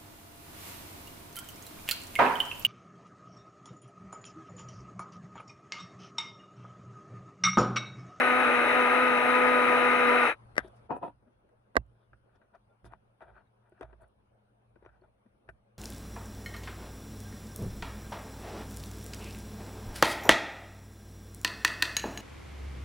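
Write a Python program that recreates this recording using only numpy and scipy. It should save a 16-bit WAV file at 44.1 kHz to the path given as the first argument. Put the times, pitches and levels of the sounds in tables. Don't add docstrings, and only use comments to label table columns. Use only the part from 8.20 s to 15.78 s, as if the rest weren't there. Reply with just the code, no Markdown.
import sys
import numpy as np
from scipy import signal
from scipy.fft import rfft, irfft
from scipy.io import wavfile
from scipy.ndimage import uniform_filter1d

SR = 44100
rng = np.random.default_rng(int(sys.argv[2]) if len(sys.argv) > 2 else 0)


def transcribe(signal):
    frames = np.atleast_2d(signal).T
    limited = np.clip(frames, -1, 1)
    pcm = np.round(limited * 32767).astype(np.int16)
    wavfile.write(sys.argv[1], SR, pcm)


def linear_from_db(decibels):
    return 10 ** (np.asarray(decibels, float) / 20)


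N = 334278

# freq_hz, density_db [dB per Hz]
AIR_SPECTRUM = [(20, -25.5), (50, -14), (90, -12.5), (160, -22), (300, -22.5), (540, -18), (1120, -25.5),
                (1550, -29), (1900, -37.5), (2700, -39), (4500, -49.5), (7000, -57.5), (10600, -51.5),
                (11800, -75)]
# freq_hz, likeness [-1 to 1]
AIR_LIKENESS = [(60, 0.61), (180, 0.94), (550, -0.13), (1650, -0.28), (4970, -0.4), (15000, 0.4)]
# freq_hz, pan_db
AIR_PAN = [(60, 1), (180, 1), (550, -1), (1650, 3), (4970, 5), (15000, 2)]
# time_s, level_db
ROOM_LEVEL = [(0, -56.5), (2.2, -59.5), (2.66, -60.5), (2.7, -69.5), (7.58, -70)]
# freq_hz, width_hz, level_db [over the air], steady_share [factor beside the fuzz of 1]
DRONE = [(46.08, 12, -15.5, 0.28), (116.5, 8.9, -7, 1.9), (205.5, 20, -10, 0.23)]
# freq_hz, width_hz, gain_db
INLET = [(7330, 460, -18.5), (9700, 2700, 7), (12400, 400, -23.5), (14700, 350, -14)]

# time_s, shaft_hz, whine_db
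MOTOR_RUN = [(0, 251.3, -35), (.12, 247.2, -32.5), (.19, 253.2, -34), (.27, 244.6, -34.5),
             (.37, 243.9, -35), (.48, 244.1, -40.5), (.59, 250.7, -33.5), (.66, 244.9, -37),
             (.81, 251.5, -34.5), (.97, 244.5, -35.5), (1.01, 244, -39.5), (1.08, 249.3, -34),
             (1.33, 249, -34), (1.42, 246.3, -36), (1.8, 247.3, -36), (1.9, 243.9, -34), (1.97, 246.6, -35),
             (2.05, 242, -37)]
# order, level_db [over whine], start_db, pan_db, left_lead_rad, waver_db
SHAFT_ORDERS = [(1, -2.5, -1.5, -11.5, 0.64, 0.8), (2, 5.5, -7.5, 0.6, 0.91, 1.5),
                (3, -6, -4, 1.5, 0.94, 4), (4, -3, -6, 9, 0.22, 2.5), (5, 7, -4.5, 5, 0.86, 1),
                (6, -3, 2, 1, 0.16, 3.5)]
# freq_hz, density_db [dB per Hz]
GRAIN_SPECTRUM = [(20, -41.5), (65, -35.5), (108, -24), (160, -35.5), (210, -19.5), (300, -11), (450, -8),
                  (560, -14.5), (1000, -12), (1230, -3), (1560, -7), (2560, -10), (3300, -23), (4290, -62)]
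# freq_hz, density_db [dB per Hz]
GRIT_SPECTRUM = [(2000, -30), (3300, -2.5), (3550, 1), (3820, 5), (4300, -12), (4900, -23), (5450, -13.5),
                 (5850, -26), (6250, -13.5), (7000, -23), (9500, -14), (11500, -19.5), (13600, -22.5),
                 (14400, -23.5), (15100, -21), (15700, -21.5)]
# freq_hz, width_hz, gain_db
HOUSING_MODES = [(600, 77, 10.5), (698, 55, 6), (848.5, 140, 7.5), (1120, 220, -2.5), (1380, 260, 4),
                 (1690, 60, 4.5), (1880, 190, 4), (2093, 34, 7), (2547, 100, 7)]
# freq_hz, likeness [0-1]
CHURN_LIKENESS = [(60, .97), (170, .8), (320, .97), (700, .94), (900, .8), (1250, .93), (1600, .65),
                  (2000, .75), (2280, .15), (2700, .6), (3200, .6), (3500, .2), (3820, .9), (4400, .2),
                  (6300, .55), (7200, .2), (9000, .4), (14500, .45)]
# freq_hz, lead_rad
CHURN_LEAD_RAD = [(60, .1), (250, .5), (350, .2), (700, .6), (1400, .4), (1800, 1.7), (2250, 0),
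                  (2500, -3.3), (2900, -.7), (3400, -3), (3800, -5), (4500, -4.8), (6300, -7), (9000, -5.3),
                  (15000, -6.3)]
# freq_hz, pan_db
CHURN_PAN_DB = [(60, -11), (170, -6.5), (250, 0.5), (330, 4.5), (900, 5.5), (1400, -0.5), (2400, 10.5),
                (3100, 0.55), (3800, -3), (5000, -10.5), (6200, 11), (7200, 1), (15000, -3.5)]

# freq_hz, width_hz, level_db
LID_MODES = [(141, 34, 3.5), (252, 52, 8), (416, 170, 5.5), (560, 31, -0.5), (700, 39, 0.5), (960, 36, 1),
             (1310, 70, -11), (1750, 280, -14), (2525, 69, -15), (3030, 120, -26), (3770, 100, -49)]
# freq_hz, width_hz, level_db
CUP_MODES = [(361, 45, -5.5), (650, 75, -0.5), (927, 134, -4.5), (1200, 185, -5), (1490, 190, -1),
             (1970, 120, -12), (2350, 110, -14), (3500, 250, -53)]
# freq_hz, width_hz, level_db
PLASTIC_MODES = [(229, 130, 7.5), (560, 240, 9.5), (1192, 260, 5), (1550, 140, 5), (2005, 240, 9.5),
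                 (2740, 38, -27.5), (3640, 130, -7.5)]
# freq_hz, level_db
TICK_SPECTRUM = [(300, -33.5), (1500, -5), (3500, -3), (5500, -6), (7500, -11), (9500, -12), (12000, -17),
                 (13500, -24), (15000, -38.5), (17000, -59.5)]

# time_s, effort_db, grit_db [over effort], rise_s, fall_s
LID_SCRAPES = [
    (2.708, -29.5, -39, .022, 0.12),
    (2.835, -34, -32, 0.032, 0.073),
    (2.865, -40, -30, .05, 0.072),
]
# time_s, effort_db, favoured_hz, rise_s, fall_s
COARSE_RUBS = [
    (2.397, -45.5, 1200, 0.0049, 0.035),
    (2.445, -53.5, 432, .04, 0.088),
    (3.83, -72, 350, .2, 0.084),
    (4.16, -69, 1510, 0.062, 0.042),
    (4.654, -58, 352, .02, .07),
    (4.66, -65, 3100, 0.026, 0.051),
]
# time_s, effort_db, favoured_hz, rise_s, fall_s
FINE_RUBS = [(3.084, -68, 254, 0.063, 0.037), (4.1, -75, 1500, 0.092, .08), (4.22, -69.5, 1400, 0.016, .08),
             (4.352, -54.5, 750, 0.032, 0.038), (4.735, -57, 990, 0.064, 0.047),
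             (5.02, -48, 750, .025, 0.064), (5.085, -56.5, 700, .07, 0.096),
             (5.175, -56.5, 1256, 0.069, 0.083), (5.47, -69, 910, 0.087, 0.087),
             (5.585, -65.5, 1510, 0.077, 0.072), (5.616, -45.5, 560, 0.013, 0.078),
             (5.71, -63, 600, .1, 0.082), (5.835, -58.5, 694.4, .08, 0.057),
             (6.665, -59.5, 560, .08, 0.066), (6.74, -71, 1500, 0.092, 0.12),
             (6.84, -61, 650, 0.022, 0.043)]
# time_s, low_db, upper_db, rise_s, fall_s
TABLE_THUDS = [(2.255, -70, -71, 0.01, 0.17), (2.413, -56.5, -66, 0.071, 0.23),
               (2.711, -63, -61, 0.061, 0.6), (2.899, -75, -78, 0.43, .05),
               (3.5734, -32, -37.5, 0.0029, 0.069), (3.632, -57.5, -62.5, 0.025, 0.2),
               (3.953, -62, -65, 0.073, 0.057), (4.652, -57.5, -57, 0.046, 0.23),
               (5.15, -61.5, -65, 0.18, 0.072), (5.646, -54.5, -61.5, .065, 0.4),
               (6.712, -66.5, -68.5, 0.35, 0.33), (7.299, -57, -59.5, .04, 0.12)]
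# time_s, peak_db, favoured_hz, tick_db [over peak], decay_ms
SNAPS = [
    (2.3552, -42, 1506, -3.5, 29),
    (2.3659, -29, 1310, -6.5, 95),
    (2.3799, -4.5, 1727, -10, 16),
    (2.385, -31, 1640, -19, 144),
    (2.3901, -21.5, 1420, -10.5, 40),
    (7.2895, -42, 2660, -30, 38),
]
# time_s, peak_db, favoured_hz, tick_db [over peak], decay_ms
CUP_LANDINGS = [
    (3.547, -46, 1380, -33, 46),
    (3.5554, -25, 600, -11.5, 46),
    (3.5667, -4, 1113, -11.5, 12),
    (3.571, -15, 620, -32.5, 21),
    (3.5786, -29.5, 700, -15, 8),
]
# time_s, peak_db, favoured_hz, tick_db [over peak], decay_ms
RIM_KNOCKS = [
    (2.6958, -46, 900, -35, 15),
    (2.7063, -23.5, 800, -35, 9.7),
    (2.7141, -24.5, 910, -38, 9.7),
    (2.8391, -30, 900, -35, 9.2),
    (2.88, -40, 950, -35, 17),
]
# time_s, peak_db, favoured_hz, tick_db [over peak]
FINGER_TAPS = [
    (2.444, -41, 360, -25),
    (2.477, -48.5, 550, -21),
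    (3.023, -61, 282, -34),
    (3.061, -66.5, 244, -42),
    (3.289, -59, 560, -15),
]
# time_s, peak_db, favoured_hz, tick_db [over peak]
WALL_TAPS = [(3.93, -47.5, 1490, -34), (4.154, -62, 208, -22), (4.214, -57, 654, -37),
             (4.346, -65, 700, -33), (4.659, -47.5, 640, -25), (4.71, -52, 840, -39),
             (5.023, -50, 654, -34), (5.087, -55, 695, -37), (5.162, -56, 1500, -32),
             (5.279, -78, 202, -11.5), (5.519, -50.5, 346, -38), (5.612, -42, 484, -35),
             (5.622, -41, 616, -21), (5.727, -47, 554, -38), (5.805, -58, 646, -35), (5.831, -58, 740, -33),
             (6.556, -49, 361, -39), (6.623, -47.5, 358, -42), (6.665, -55, 1400, -37),
             (6.689, -53.5, 1550, -37), (6.818, -53, 373, -40), (7.059, -55, 250, -22),
             (7.276, -55, 1516, -32), (7.288, -38, 1510, -35)]
# time_s, peak_db, favoured_hz, tick_db [over peak], decay_ms
EDGE_KNOCKS = [(4.3486, -52, 1270, -25, 20), (4.6451, -41.5, 372, -26, 11), (4.723, -45, 900, -32, 12),
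               (4.7359, -36.5, 1050, -42, 8.4), (5.0072, -46, 800, -26, 12), (5.0193, -52, 1400, -30, 10),
               (5.0243, -48, 700, -30, 12), (5.6103, -31.5, 616, -14, 18), (5.6306, -36, 700, -15, 19),
               (6.6505, -47, 605, -30, 13), (6.6615, -41, 560, -28, 16), (7.288, -46, 910, -15, 25.5)]
# time_s, level_db, freq_hz, length_ms
BRUSHED_MODES = [(2.886, -53.5, 289, 54), (3.059, -54, 243, 57), (4.488, -71.5, 1390, 70),
                 (5.163, -87, 4350, 56), (5.271, -81, 3800, 19), (5.521, -62.5, 1490, 24),
                 (5.596, -51, 356, 28), (5.812, -90, 4450, 59), (6.558, -63, 1500, 18),
                 (6.65, -91, 5800, 25), (6.81, -59.5, 372, 56), (6.812, -82, 4364, 12),
                 (6.826, -89, 4330, 15), (4.346, -80, 4540, 20), (4.49, -92, 3500, 63),
                 (5.629, -70, 3700, 14), (5.628, -86, 5640, 12), (3.585, -73, 2710, 33),
                 (7.056, -59, 227, 28), (7.287, -47.5, 356, 16), (7.289, -56, 657, 24)]
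# time_s, level_db, rise_s, fall_s
DUST_PUFFS = [(2.459, -80, .04, .05), (2.565, -78.5, .03, .04), (2.77, -70, .03, 0.038),
              (2.85, -75, 0.055, 0.099), (4.66, -69, 0.028, .04), (5.82, -74, .02, 0.034),
              (2.484, -69, .006, .006), (4.722, -78, .006, .008), (5.028, -83.5, .02, .015),
              (5.497, -77, .008, .008), (5.882, -78.5, .008, .01), (7.292, -74.5, .006, 0.034)]
# time_s, level_db, rise_s, fall_s
GRIT_SPRAYS = [(2.372, -70, .006, 0.0091), (2.39, -67, .01, 0.031), (2.478, -73, .01, .015),
               (2.57, -80, .05, 0.055), (4.16, -84, 0.022, .02), (4.354, -82, .015, 0.016),
               (4.66, -70, .03, 0.032), (5.025, -87, .03, 0.019), (5.6, -82, .015, 0.011),
               (5.632, -86, .015, 0.027), (7.292, -78.5, .006, 0.025)]

GRIT_SPECTRUM_DB, CHURN_DB = -24, -29
RUN_S, SETTLE_S = 2.17, .4
FADE_START_S, GLIDE_HZ_PER_S, WHINE_LOSS_DB_PER_S = 2.0367, 120, 251
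FADE_S, FADE_DB, FADE_BEND = 0.13, -59, 4.4
EDGE_DB, SHOULDER_DB = -40, -11.5
LID_HZ, TABLE_HZ, TABLE_UPPER_HZ = 950, 57.5, 102
COARSE_GRIT_DB, FINE_GRIT_DB = -6, -19
TAP_DECAY_MS, TICK_LAG_S = 48, .0008
DUST_HZ, SPRAY_HZ, PUFF_WIDTH_HZ = 9500, 5130, 2200


def evened(x):
    return x / np.sqrt(np.mean(x ** 2) + 1e-20)


def read(points, hz):
    f, value = np.transpose(points)
    return np.interp(np.log(hz + 1), np.log(f + 1), value)


def unroll(rows):
    s, *columns = np.transpose(rows)
    t = np.arange(s[0], s[-1], 1 / SR)
    return round(s[0] * SR), [np.interp(t, s, c) for c in columns]


def add(mix, at, sound):
    part = mix[:, at:at + sound.shape[1]]
    part += sound[:, :part.shape[1]]


def panned(db):
    return linear_from_db(np.array([db / 2, -db / 2]))


def bumps(modes, hz):
    return sum(db / (1 + (2 * (hz - f) / w) ** 2) for f, w, db in modes)


def dull(x, hz):
    return signal.sosfilt(signal.butter(N=3, Wn=hz, fs=SR, output="sos"), x)


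def resonate(x, hz, width):
    r = np.exp(-np.pi * width / SR)
    return 2 * signal.lfilter([1 - r], [1, -r * np.exp(2j * np.pi * hz / SR)], x).real


def resonate_twice(x, hz, width):
    return resonate(resonate(x, hz, width), hz, width)


def drift(n, hz):
    knots = rng.standard_normal(int(n / SR * 60) + 2)
    return evened(np.interp(np.arange(n) * hz / SR, np.arange(len(knots)), knots))


def stroke(s, rise, fall):
    return [(s - rise, EDGE_DB), (s - rise / 2, SHOULDER_DB), (s, 0),
            (s + fall / 2, SHOULDER_DB), (s + fall, EDGE_DB)]


def hiss(n, shape_db, same, lead, pan_db, patchy_db):
    hz = np.fft.rfftfreq(2048, 1 / SR)
    a, b, c, d, patches = rng.standard_normal((n // 512 + 5, 1025, 5)).T
    patches = uniform_filter1d(patches, size=16, axis=0)
    patches = evened(uniform_filter1d(patches, size=4, axis=1))
    alike = np.clip(read(same, hz), -1, 1)[:, None]
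    left = a + 1j * b
    shared = alike * left * np.exp(-1j * read(lead, hz))[:, None]
    right = shared + np.sqrt(1 - alike ** 2) * (c + 1j * d)
    level = linear_from_db(shape_db(hz)[:, None] + patchy_db * patches)
    z = np.array([left, right]) * panned(read(pan_db, hz))[:, :, None] * level
    return evened(signal.istft(z, nperseg=2048, noverlap=1536)[1][:, :n])


def air_db(hz):
    return read(AIR_SPECTRUM, hz) + 0.72 * bumps(INLET, hz)


def room():
    t = np.arange(N) / SR
    air = hiss(N, air_db, AIR_LIKENESS, [(0, 0.005), (1e4, 0.0044)], AIR_PAN, patchy_db=2.76)
    drone = np.zeros(N)
    for hz, width, db, steady in DRONE:
        fuzz = evened(resonate_twice(rng.standard_normal(N), hz, width))
        drone += linear_from_db(db) * (fuzz + steady * np.sin(2 * np.pi * hz * t))
    return (air + drone * panned(2)[:, None]) * linear_from_db(np.interp(t, *np.transpose(ROOM_LEVEL)))


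def sift(s, db, rise, fall, hz):
    at, (level_db,) = unroll(stroke(s, rise, fall))
    dust = rng.standard_normal(size=(2, SR // 4))[:, :len(level_db)]
    return at, evened(resonate_twice(dust, hz, PUFF_WIDTH_HZ)) * linear_from_db(db + level_db)


def pip(row):
    s, db, hz, length_ms = row
    t = np.arange(0, length_ms / 1000, 1 / SR)
    uneven = linear_from_db(4.7 * drift(SR // 10, 82)[:len(t)])
    tone = np.sin(2 * np.pi * hz * t) * np.sin(np.pi * np.sqrt(t / t[-1])) ** 2
    return round(s * SR), linear_from_db(db) * tone * uneven * panned(3.7)[:, None]


def thud(rows):
    at, (low_db, upper_db) = unroll(rows)
    n = len(low_db)
    low = np.sqrt(2) * np.sin(2 * np.pi * TABLE_HZ * np.arange(n) / SR)
    upper = evened(resonate_twice(rng.standard_normal(SR)[:n], TABLE_UPPER_HZ, 60))
    rock = (low * linear_from_db(low_db) + upper * linear_from_db(upper_db)) * signal.windows.tukey(n, .1)
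    return at, rock * panned(-6.5)[:, None]


def gritty(x, upper, width, upper_hz):
    return resonate_twice(x, 3430, width) + upper * resonate_twice(x, upper_hz, 2 * width)


def friction(rows, body, per_s, spread_db, pan_db, apart, reach, grit_trim_db):
    at, (effort_db, grit_db, hz) = unroll(rows)
    n = len(hz)
    chance, size, sign = rng.random(size=(3, SR))[:, :n]
    slips = (chance < per_s / SR) * linear_from_db(-spread_db * np.log(size + 0.0033)) * np.sign(sign - .5)
    slips = evened(slips) + apart * rng.standard_normal(size=(2, SR))[:, :n]
    ring, power = 0, 0
    for k, (f, w, db) in enumerate(body):
        near = linear_from_db(db - reach * abs(np.log2(f / hz)))
        ring = ring + (-1) ** k * near * resonate(slips, f, w) / np.sqrt(w)
        power = power + near ** 2
    ring = evened(dull(ring / np.sqrt(power), 3200))
    grit = evened(dull(gritty(slips, upper=0.21, width=640, upper_hz=9800), 13000))
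    sound = ring * panned(pan_db)[:, None] + grit * linear_from_db(grit_db + grit_trim_db)
    return at, sound * linear_from_db(effort_db) * signal.windows.tukey(n, .06)


def knock(row, body, pan_db, reach, rattle, soft_hz, late, damp=1, inlet=.1):
    s, db, hz, tick_db, decay_ms = row
    t = np.arange(4400) / SR
    hit_s = t[40]
    noise = rng.standard_normal((3, len(t)))
    clatter = rattle * (noise[0] + 0.6 * noise[1:]) * linear_from_db(-60 * t * 1000 / decay_ms)
    blow = clatter * (t > hit_s) + (t == hit_s)
    ring = 0
    for k, (f, w, d) in enumerate(body + [(hz, 130, 0)]):
        near = linear_from_db(d - reach * abs(np.log2(f / hz)))
        ring = ring + (-1) ** k * near * resonate(blow, f, damp * w) / w
    ring = dull(ring, soft_hz)
    f = np.fft.rfftfreq(len(t), 1 / SR)
    colour = linear_from_db(read(TICK_SPECTRUM, f) + inlet * bumps(INLET, f)) * np.exp(-2j * np.pi * f * TICK_LAG_S)
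    tick = irfft(rfft(blow * linear_from_db(-60 * t / 0.014)) * colour, len(t))
    sound = ring / abs(ring).max() * panned(pan_db)[:, None] + linear_from_db(tick_db) * tick / abs(tick).max()
    sound[1] = np.roll(sound[1], round(1.5 * pan_db)) * (t > 0)
    return round((s + late - hit_s) * SR), linear_from_db(db) * sound


def churn_db(hz):
    grain = read(GRAIN_SPECTRUM[:-1], hz)
    grit = read(GRIT_SPECTRUM, hz) + GRIT_SPECTRUM_DB
    return np.where(hz < GRIT_SPECTRUM[1][0], grain, grit) + bumps(HOUSING_MODES + INLET, hz)


def grinder():
    t = np.arange(0, RUN_S, 1 / SR)
    n = len(t)
    s, shaft_hz, whine_db = np.transpose(MOTOR_RUN)
    since_fade = np.maximum(t - FADE_START_S, 0)
    hz = np.interp(t, s, shaft_hz) - GLIDE_HZ_PER_S * since_fade
    fade_db = FADE_DB * (since_fade / FADE_S) ** FADE_BEND
    turns = 2 * np.pi * np.cumsum(hz * (1 + .002 * drift(n, 45))) / SR
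    out = hiss(n, churn_db, CHURN_LIKENESS, CHURN_LEAD_RAD, CHURN_PAN_DB, patchy_db=0.64)
    out = out * linear_from_db(CHURN_DB + 5.5 + 0.5 * drift(n, 12)) * (1 + 0.097 * np.cos(turns))
    base_db = np.interp(t, s, whine_db) - WHINE_LOSS_DB_PER_S * since_fade
    for order, db, start_db, pan_db, lead, waver_db in SHAFT_ORDERS:
        line = np.cos(round(order) * turns + 2 * np.pi * rng.random() + np.array([[lead], [0]]))
        level_db = base_db + db + start_db * np.exp(-(t / SETTLE_S) ** 2)
        out += np.sqrt(2) * line * panned(pan_db)[:, None] * linear_from_db(level_db + waver_db * drift(n, 30))
    return 0, out * linear_from_db(fade_db)


def scene():
    mix = room()
    for row in DUST_PUFFS:
        add(mix, *sift(*row, DUST_HZ))
    for row in GRIT_SPRAYS:
        add(mix, *sift(*row, SPRAY_HZ))
    for row in BRUSHED_MODES:
        add(mix, *pip(row))
    for s, low_db, upper_db, rise, fall in TABLE_THUDS:
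        add(mix, *thud([(t, low_db + d, upper_db + d) for t, d in stroke(s, rise, fall)]))
    for s, db, grit_db, rise, fall in LID_SCRAPES:
        rows = [(t, db + d, grit_db, LID_HZ) for t, d in stroke(s, rise, fall)]
        add(mix, *friction(rows, LID_MODES, per_s=650, spread_db=3.5, pan_db=2.0, apart=1.0,
                           reach=6.4, grit_trim_db=-3.5))
    for rubs, grit_db in (COARSE_RUBS, COARSE_GRIT_DB), (FINE_RUBS, FINE_GRIT_DB):
        for s, db, hz, rise, fall in rubs:
            rows = [(t, db + d, grit_db, hz) for t, d in stroke(s, rise, fall)]
            add(mix, *friction(rows, CUP_MODES, per_s=2000, spread_db=2, pan_db=4.5, apart=0.66,
                               reach=4.7, grit_trim_db=-8))
    for row in SNAPS:
        add(mix, *knock(row, PLASTIC_MODES, pan_db=7.0, reach=5.2, rattle=0.057, soft_hz=3010, late=0))
    for row in CUP_LANDINGS:
        add(mix, *knock(row, PLASTIC_MODES, pan_db=-7.5, reach=6.7, rattle=0.12, soft_hz=3000, late=0))
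    for row in FINGER_TAPS + WALL_TAPS:
        add(mix, *knock((*row, TAP_DECAY_MS), CUP_MODES, pan_db=3.5, reach=3.9, rattle=0.54,
                        soft_hz=2500, late=0.0015, inlet=.9))
    for row in RIM_KNOCKS:
        add(mix, *knock(row, LID_MODES, pan_db=4.5, reach=5, rattle=0.086, soft_hz=1950, late=0, damp=3.1))
    for row in EDGE_KNOCKS:
        add(mix, *knock(row, CUP_MODES, pan_db=4.0, reach=5.4, rattle=0.16, soft_hz=2320, late=0,
                        damp=2.6, inlet=1.0))
    add(mix, *grinder())
    return mix


def low_pass(x):
    return signal.sosfilt(signal.butter(12, 15770, fs=SR, output="sos"), x)


def record(dry):
    limited = 0.48 * np.tanh(dry / 0.51)
    return low_pass(limited)


dry = scene()
out = record(dry)
transcribe(out)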